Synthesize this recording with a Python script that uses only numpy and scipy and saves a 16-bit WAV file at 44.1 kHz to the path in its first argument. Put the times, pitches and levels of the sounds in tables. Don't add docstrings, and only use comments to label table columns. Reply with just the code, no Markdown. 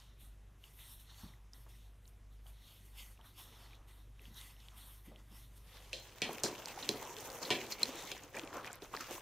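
import sys
import numpy as np
from scipy import signal
from scipy.io import wavfile

SR = 44100
rng = np.random.default_rng(int(sys.argv[2]) if len(sys.argv) > 2 else 0)


def unload_audio(sound):
    columns = np.transpose(np.atleast_2d(sound))
    steps = np.round(np.clip(columns, -1, 1) * 32767)
    wavfile.write(sys.argv[1], SR, steps.astype(np.int16))


N = 406161


def amp(db):
    return 10 ** (np.asarray(db) / 20)


def rms_one(x):
    return x / np.sqrt(np.mean(x ** 2) + 1e-20)


def in_time(rows):
    s, *columns = np.transpose(rows)
    return [np.interp(np.arange(N) / SR, s, c, left=-90, right=-90) for c in columns]


def at_hz(points, hz):
    points = np.array(points)
    return np.interp(np.log(hz), np.log(points[:, 0]), points[:, 1])


def drift(rate_hz):
    r = np.exp(-80 * np.pi * rate_hz / SR)
    noise = rng.standard_normal(N // 40 + 2002)
    slow = signal.lfilter([1], [1, -2 * r, r * r], noise)[2000:]
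    return np.interp(np.arange(N) / 40, np.arange(len(slow)), rms_one(slow))


def resonate(x, hz, width_hz):
    r = np.exp(-np.pi * width_hz / SR)
    poles = [1, -2 * r * np.cos(2 * np.pi * hz / SR), r * r]
    return signal.lfilter([(1 - r * r) / 2, 0, (r * r - 1) / 2], poles, x)


def cavities(x, modes, shift_db=0):
    total = 0
    for k, (hz, width_hz, db) in enumerate(modes):
        swell_db = shift_db * drift(7) if shift_db else 0
        total = total + (-1) ** k * amp(db + swell_db) * resonate(x, hz, width_hz)
    return rms_one(total)


def crackle(per_s, spread_db, share, channels=1):
    size = (channels, N)
    loudness_db = spread_db * np.minimum(rng.exponential(1, N), 3.5)
    clicks = (rng.random(N) < per_s / SR) * amp(loudness_db)
    clicks = clicks * rng.choice([-1, 1], size)
    share = np.clip(share, 0, 1)
    return np.sqrt(share) * rms_one(clicks) + np.sqrt(1 - share) * rng.standard_normal(size)


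def coloured(spectrum, source, patchy_db, flicker_hz):
    # (frequency [Hz], likeness [0 to 1])
    likeness = [(150, 0.18), (400, 0.87), (1000, 0.87), (2400, 0.98), (7000, 0.18), (15000, 0.13)]
    bottom, top = spectrum[0][0], spectrum[-1][0]
    edges = np.geomspace(bottom, top, round(3 * np.log2(top / bottom)) + 1)
    out = 0
    for k, (low, high) in enumerate(zip(edges, edges[1:])):
        band = signal.butter(2, [low, high], "band", fs=SR, output="sos")
        mid, side = signal.sosfilt(band, source) * (-1) ** k
        centre = np.sqrt(low * high)
        alike = np.clip(at_hz(likeness, centre), 0, 1)
        gain = amp(at_hz(spectrum, centre) + patchy_db * drift(flicker_hz))
        out = out + gain * (np.sqrt(1 + alike) * mid + np.sqrt(1 - alike) * side * [[1], [-1]])
    return rms_one(out)


def pop(hz, cycles, burst_s, wide, apart=0):
    t = np.arange(round((.02 + 7 * burst_s) * SR)) / SR
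    mid, side = rng.standard_normal((2, SR // 2))[:, :len(t)] * np.exp(-t[:SR // 2] / burst_s)
    mid[0] = 4
    ring = rms_one(resonate(resonate(mid, hz, hz / cycles), hz, 2 * hz / cycles))
    broad = rms_one(resonate(resonate(mid, hz, 1.5 * hz), hz, 1.5 * hz))
    sides = rms_one(resonate(side, 6500, 9000)) * [[1], [-1]]
    level = np.sqrt((burst_s + cycles / hz / np.pi) / t[-1] / 8)
    return rms_one(ring + wide * broad + apart * sides) * level


def add(track, s, sound):
    i = round(s * SR)
    track[..., i:i + sound.shape[-1]] += sound[..., :N - i]


def strokes(rows, rise_db, sag_db, fall_db_per_s):
    t, power = np.arange(0, N + 32, 32) / SR, 1e-12
    for s, rise, hold, *db in rows:
        since = t - s
        climb = rise_db * since / rise
        sag = -sag_db * np.minimum(since / hold, 1)
        fall = fall_db_per_s * np.maximum(since - hold, 0)
        shape_db = np.where(since < 0, climb, sag - fall)
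        power = power + amp(np.array(db)[:, None] + shape_db) ** 2
    return [np.interp(np.arange(N) / SR, t, np.sqrt(p)) for p in power]


def wet_ticks(effort, per_s, level_db, low_hz, cycles, apart):
    out = np.zeros((2, N))
    for when, pitch, size in rng.random((round(per_s * N / SR), 3)):
        db = level_db - 3 * np.log(np.maximum(size, .05))
        snap = pop(low_hz * 4.5 ** pitch, cycles, burst_s=.75 / low_hz, wide=apart / 2, apart=apart)
        add(out, when * N / SR, amp(db) * snap)
    return effort * out


def hum():
    # (time [s], level [dB])
    low_rows = [(0.0, -62), (0.29, -55), (0.58, -62), (1.92, -56), (1.99, -62), (2.5, -52.5), (2.71, -65),
                (2.97, -53.5), (3.39, -65.5), (3.64, -57.5), (5.96, -58.5), (6.14, -66), (6.5, -82),
                (9.21, -80)]
    # (time [s], level [dB])
    high_rows = [(0, -69.5), (5.9, -68), (6.5, -74.5), (9.21, -72.5)]
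    turn = 2 * np.pi * np.arange(N) / SR
    low = np.sin(50 * turn + .5 * drift(0.57))
    high = np.sin(99.8 * turn + 0.36 * drift(1.3))
    return np.sqrt(2) * (amp(in_time(low_rows)[0]) * low + amp(in_time(high_rows)[0]) * high)


def room_air():
    # (frequency [Hz], relative level per Hz [dB])
    spectrum = [(15, -45), (25, -6), (64, -7), (117, -14), (161, -16.5), (489, -28.5), (3620, -37),
                (4870, -45.5), (5430, -38.5), (10400, -43), (12900, -37), (16000, -65)]
    bowl_from_s = 5.86
    air = coloured(spectrum, rng.standard_normal(N) * [[1], [0]], patchy_db=1.8, flicker_hz=12.0)[0]
    motor = rms_one(resonate(rng.standard_normal(N), 120.7, 1.8))
    fade_in = np.clip(np.arange(N) / SR - bowl_from_s, 0, .5) * 2
    rumble = rms_one(resonate(rng.standard_normal(N), 90, 180)) * fade_in
    return amp(-66) * air + amp(-73.0) * motor + amp(-73.5) * rumble * [[1], [-1]]


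def sniffing():
    # (peak time [s], rise [s], hold [s], nasal hiss level [dB], nostril treble level [dB])
    sniffs = [(0.0, .01, 0.083, -62, -74), (.21, 0.024, 0.061, -67, -64), (.65, 0.039, 0.076, -65.5, -71),
              (.8, 0.042, 0.12, -61.5, -62), (.92, 0.14, 0.044, -66.5, -57), (1.0, 0.017, 0.033, -67, -62),
              (1.1, 0.049, 0.06, -62.5, -75), (1.21, 0.11, 0.082, -59.5, -62.5),
              (1.54, 0.016, 0.1, -66.5, -67.5), (1.69, 0.0087, 0.17, -67.5, -70),
              (2.09, 0.045, 0.0081, -73, -68), (2.33, 0.016, .03, -80, -76), (2.48, 0.035, 0.038, -66, -65),
              (2.68, 0.12, 0.16, -64, -66.5), (2.86, 0.035, 0.03, -68.5, -65.5),
              (2.99, 0.063, 0.13, -60.5, -61.5), (3.26, 0.035, 0.048, -65.5, -66.5),
              (3.39, 0.029, 0.062, -56, -56), (3.62, 0.26, 0.12, -60.5, -69.5),
              (3.885, 0.015, 0.13, -68.5, -69), (4.25, 0.08, 0.089, -64.5, -69),
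              (4.37, 0.033, 0.14, -57, -59.5), (4.6, 0.04, 0.28, -66.5, -73),
              (4.78, 0.034, 0.2, -62.5, -59), (5.06, 0.021, 0.036, -65.5, -66),
              (5.2, 0.081, 0.025, -69.5, -72.5), (5.37, 0.08, 0.07, -61, -62.5),
              (5.58, 0.039, 0.002, -66, -62.5), (5.76, 0.24, 0.21, -65.5, -67.5),
              (7.99, 0.28, 0.066, -53.5, -76), (9.03, 0.036, 0.2, -67, -86)]
    # (frequency [Hz], width [Hz], relative level [dB])
    nose = [(990, 480, 1.5), (1990, 164, 5.5), (2894, 1250, 3), (3740, 660, 7), (4445, 190, 2),
            (5390, 310, 0), (6360, 930, -5)]
    # (frequency [Hz], width [Hz], relative level [dB])
    nostril = [(8770, 1300, 1), (12100, 1300, 4.5), (16000, 1700, -8)]
    # (time [s], upper pitch [Hz], mean level of the upper tone [dB])
    whistle_rows = [(5.86, 9200, -86), (5.97, 10850, -82), (6.05, 10100, -79), (6.17, 9250, -82)]
    hiss, treble = strokes(sniffs, rise_db=14, sag_db=7, fall_db_per_s=188)
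    nasal = cavities(crackle(600, 3, .1)[0], nose, shift_db=3.2)
    edge = cavities(crackle(600, 3, .1)[0], nostril, shift_db=1.5)
    leak = amp(-11.5) * rms_one(resonate(rng.standard_normal(N), 5000, 5000))
    hz, whistle_db = in_time(whistle_rows)
    turn = 2 * np.pi * np.cumsum(hz) / SR
    whistle = amp(whistle_db + 3 * drift(20)) * (np.sin(turn) + .5 * np.sin(.82 * turn))
    ticks = wet_ticks(hiss, per_s=14, level_db=9, low_hz=1900, cycles=2.7, apart=0)
    return hiss * (nasal + leak) + treble * edge + whistle + ticks


def round_the_can():
    # (time [s], approximate peak [dB], pitch [Hz])
    licks = [(0.6394, -41, 3040), (1.3367, -51.5, 1950), (1.534, -41, 5400), (2.055, -53, 3770),
             (2.078, -49, 6400), (2.466, -48.5, 3150), (3.176, -54, 2730), (3.2118, -50, 3300),
             (3.7316, -47, 2360), (4.194, -47, 2520), (4.218, -51, 11500), (4.2546, -44, 3030),
             (4.344, -49, 6350), (4.413, -40.5, 3550), (4.566, -53, 2800), (4.603, -54, 4500),
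             (4.685, -41.5, 3380), (5.16, -45.5, 3140)]
    # (time [s], nominal level [dB], pitch [Hz], burst decay time [s])
    thuds = [(1.233, -42.5, 102, 0.035), (1.229, -57, 875, 0.094), (1.58, -62, 330, 0.0087),
             (1.662, -63, 267, 0.014), (1.664, -55.5, 736, 0.014), (2.456, -60, 670, 0.039),
             (3.192, -55.5, 744, 0.028), (3.244, -58.5, 985, 0.038), (3.41, -57, 310, 0.67),
             (3.52, -54.5, 820, 0.73), (4.203, -63, 342, 0.058), (4.278, -52.5, 161, 0.056),
             (4.715, -57.5, 950, 0.23), (5.068, -51, 188, 0.067), (5.113, -53.5, 508, 0.042),
             (5.308, -55, 164.6, 0.039)]
    out = np.zeros((2, N))
    for s, db, hz in licks:
        add(out, s, amp(db) * pop(hz, cycles=5, burst_s=.0015, wide=.15))
    for s, db, hz, decay_s in thuds:
        add(out, s, amp(db) * pop(hz, cycles=1.4, burst_s=decay_s, wide=.02))
    return out


def gravy():
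    # (peak time [s], rise [s], hold [s], squelch level [dB], gurgle level [dB],
    # fizz level [dB])
    laps = [(5.75, 0.3, 0.23, -65, -67, -75), (6.05, 0.44, 0.34, -62.5, -62.5, -64),
            (6.3, 0.23, 0.19, -56.5, -52, -57.5), (6.44, 0.018, 0.029, -43, -42, -46),
            (6.6, 0.093, 0.023, -55, -49.5, -56), (6.69, 0.094, 0.033, -53.5, -55, -55),
            (6.83, 0.48, 0.25, -53.5, -50, -54), (7.28, 0.71, 0.15, -56, -49.5, -53.5),
            (7.43, 0.045, 0.22, -49.5, -47.5, -51), (7.72, 0.063, 0.015, -49, -50.5, -49.5),
            (7.82, 0.09, 0.12, -52.5, -48.5, -55), (7.99, 0.15, 0.17, -52.5, -51.5, -53.5),
            (8.24, 0.072, 0.049, -61, -55.5, -61.5), (8.35, 0.033, 0.1, -53.5, -47.5, -58.5),
            (8.57, 0.17, 0.031, -56.5, -46, -58), (8.66, 0.074, 0.069, -54.5, -52, -61.5),
            (8.83, 0.036, 0.032, -57, -54, -57.5), (8.95, 0.051, 0.013, -51.5, -46.5, -52.5),
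            (9.01, 0.03, 0.0077, -44, -53, -48.5), (9.12, 0.1, 0.071, -52.5, -51, -51.5)]
    # (frequency [Hz], relative level per Hz [dB])
    squelch_colour = [(1200, -41), (1500, -5), (2300, -1), (3200, -2.5), (4200, -7), (6500, -10)]
    # (frequency [Hz], relative level per Hz [dB])
    fizz_colour = [(5500, 9), (6800, -7.5), (8500, -6.5), (12500, -10.5), (16500, 1)]
    # (frequency [Hz], width [Hz], relative level [dB])
    mouth = [(187, 54, -7), (326, 220, 2.5), (503, 130, 5.5), (780, 730, 4)]
    pressing, sloshing, frothing = strokes(laps, rise_db=26, sag_db=6, fall_db_per_s=128)
    squelch = coloured(squelch_colour, crackle(350, 4.5, 0.4, channels=2), patchy_db=3.3, flicker_hz=13)
    mid, side = crackle(250, 3, 0.35, channels=2)
    soft = signal.lfilter(*signal.butter(2, 1500, fs=SR), mid + .12 * side * [[1], [-1]])
    gurgle = sum(amp(db + 1.8 * drift(10.5)) * resonate(soft, hz, width_hz) for hz, width_hz, db in mouth)
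    fizz = coloured(fizz_colour, crackle(120, 4.5, .2, channels=2), patchy_db=2, flicker_hz=20)
    ticks = wet_ticks(pressing, per_s=120, level_db=8, low_hz=1500, cycles=2.2, apart=0.4)
    bubbles = wet_ticks(sloshing, per_s=40, level_db=4, low_hz=253, cycles=6.6, apart=.03)
    sticky = amp(2.0 * drift(30))
    return sticky * (pressing * squelch + frothing * fizz) + sloshing * rms_one(gurgle) + ticks + bubbles


def gulps_and_lip_clicks():
    # (time [s], approximate peak [dB], pitch [Hz], burst decay time [s])
    gulps = [(5.93, -44, 513, 0.061), (6.293, -28, 368, 0.0023), (6.672, -40.5, 880, 0.002),
             (6.694, -46.5, 2450, 0.015), (6.774, -37, 810, 0.0043), (6.827, -34, 3820, 0.007),
             (7.013, -43, 970, 0.089), (7.451, -35, 4240, 0.009), (7.721, -31, 4400, 0.0094),
             (8.344, -39.5, 1910, 0.0054), (8.368, -35.5, 2000, 0.01), (8.434, -38.5, 290, 0.0043),
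             (8.523, -39.5, 1210, 0.13), (8.557, -42, 1140, 0.019), (8.672, -40, 2370, 0.0061),
             (8.698, -43, 1470, 0.0061), (8.822, -36, 387, 0.0061), (8.939, -27.5, 1100, 0.0021),
             (8.949, -31, 1260, 0.0019), (9.002, -39, 1260, 0.05), (9.108, -30.5, 412, 0.0037),
             (9.178, -41.5, 925, 0.0035)]
    # (time [s], approximate peak [dB], pitch [Hz])
    clicks = [(6.332, -33.5, 11400), (6.383, -32, 2300), (6.6579, -25.5, 5200), (6.676, -40, 7210),
              (6.6848, -35, 7460), (6.965, -47, 12000), (6.972, -41, 3360), (7.0516, -36, 6160),
              (7.108, -45, 14500), (7.167, -33, 3380), (7.186, -34.5, 3460), (7.201, -36.5, 6040),
              (7.2097, -39, 13300), (7.3017, -33, 4860), (7.318, -38, 5960), (7.329, -38, 7000),
              (7.43, -27, 4520), (7.6405, -46, 7000), (7.716, -35, 5500), (7.7238, -26, 5900),
              (7.856, -29, 4100), (8.1787, -40, 6450), (8.236, -38, 6700), (8.367, -34, 6800),
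              (8.387, -36, 6600), (8.395, -28, 3060), (8.412, -46, 2400), (8.435, -40, 2840),
              (8.4491, -44, 9300), (8.475, -37.5, 2520), (8.5295, -39, 1720), (8.5694, -37.5, 6400),
              (8.646, -32, 1810), (8.665, -38, 5530), (8.6763, -36.5, 2500), (8.717, -43, 5940),
              (8.73, -32, 7200), (8.756, -39, 12100), (8.8213, -37.5, 3480), (8.8418, -40.5, 6120),
              (8.95, -41, 4550), (8.966, -29, 4600), (8.972, -31, 1920), (9.0083, -33, 6400),
              (9.138, -46, 8180)]
    out = np.zeros((2, N))
    for s, db, hz, decay_s in gulps:
        add(out, s, amp(db) * pop(hz, cycles=5.1, burst_s=decay_s, wide=0.061, apart=.03))
    for s, db, hz in clicks:
        pan_db = rng.normal(1, 3)
        gains = amp(db + pan_db * np.array([[.5], [-.5]]))
        add(out, s, gains * pop(hz, cycles=4, burst_s=.0007, wide=.55, apart=.4))
    return out


def smacks():
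    # (time [s], approximate crack peak [dB], crack pitch [Hz],
    # crack ring [cycles], bowl knock level [dB], splash pitch [Hz], splash level [dB], 60 dB fall time [s])
    slaps = [(5.931, -22.5, 2830, 7.7, -66.5, 3230, -43, 0.28),
             (6.2188, -18, 3540, 1.3, -50.5, 2620, -35, 0.26),
             (6.4355, -15.5, 6500, 4.4, -46, 4870, -34.5, 0.19),
             (6.891, -12, 3670, 4, -46.5, 3800, -43, 0.23),
             (7.5044, -18, 3500, 2.3, -43, 2500, -29.5, 0.22),
             (7.8316, -12, 4160, 15.3, -61, 4080, -47, 0.23),
             (8.117, -21.5, 3250, 1.8, -62, 2900, -46, 0.11)]
    # (frequency [Hz], width [Hz], relative level [dB])
    bowl = [(133, 44, -8), (228.6, 30.5, 0.5), (347, 55, 5), (427, 28.5, 9), (566, 81, -5), (742, 14.5, -3),
            (985, 64, -8.5)]
    rim_modes = [1900, 2300, 2850, 3100, 3750, 4040, 4470]
    rim_width_hz, rim_db = 60, -1
    out, t = np.zeros((2, N)), np.arange(round(.4 * SR)) / SR
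    wet = crackle(1000, 3.5, .35, channels=2)
    for s, db, hz, cycles, knock_db, splash_hz, splash_db, t60 in slaps:
        i = round(s * SR)
        mid, side = wet[:, i:i + len(t)]
        fall = amp(-60 * t / t60)
        splash = rms_one(resonate(resonate(mid, splash_hz, splash_hz * 0.56), splash_hz, splash_hz * 1.4))
        rim = 0
        for mode_hz in rim_modes:
            strength = amp(rng.normal(0, 3))
            rim = rim + strength * resonate(splash, mode_hz * rng.normal(1, .015), rim_width_hz)
        splash = rms_one(splash + amp(rim_db) * rim)
        spray = 0.64 * resonate(side, 3500, 4900) * [[1], [-1]]
        blow = (1 + 7 * np.exp(-t / 0.0012)) * fall ** 0.45
        knock = cavities(rng.standard_normal(len(t)) * blow, bowl)
        add(out, s, amp(db) * pop(hz, cycles, burst_s=.0005, wide=.6, apart=.15))
        add(out, s, amp(splash_db) * fall * (splash + spray))
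        add(out, s, amp(knock_db) * knock)
    return out


def off_the_wall(x):
    echo_s, echo_db = .0012, -7
    lag = round(echo_s * SR)
    return x + amp(echo_db) * np.pad(x, ((0, 0), (lag, 0)))[:, :N]


def scene():
    by_the_can = hum() + room_air() + sniffing() + round_the_can()
    at_the_bowl = gravy() + off_the_wall(gulps_and_lip_clicks() + smacks())
    return by_the_can + at_the_bowl


def record(dry):
    return signal.sosfilt(signal.cheby2(16, 70, 16300, fs=SR, output="sos"), dry)


dry = scene()
out = record(dry)
unload_audio(out)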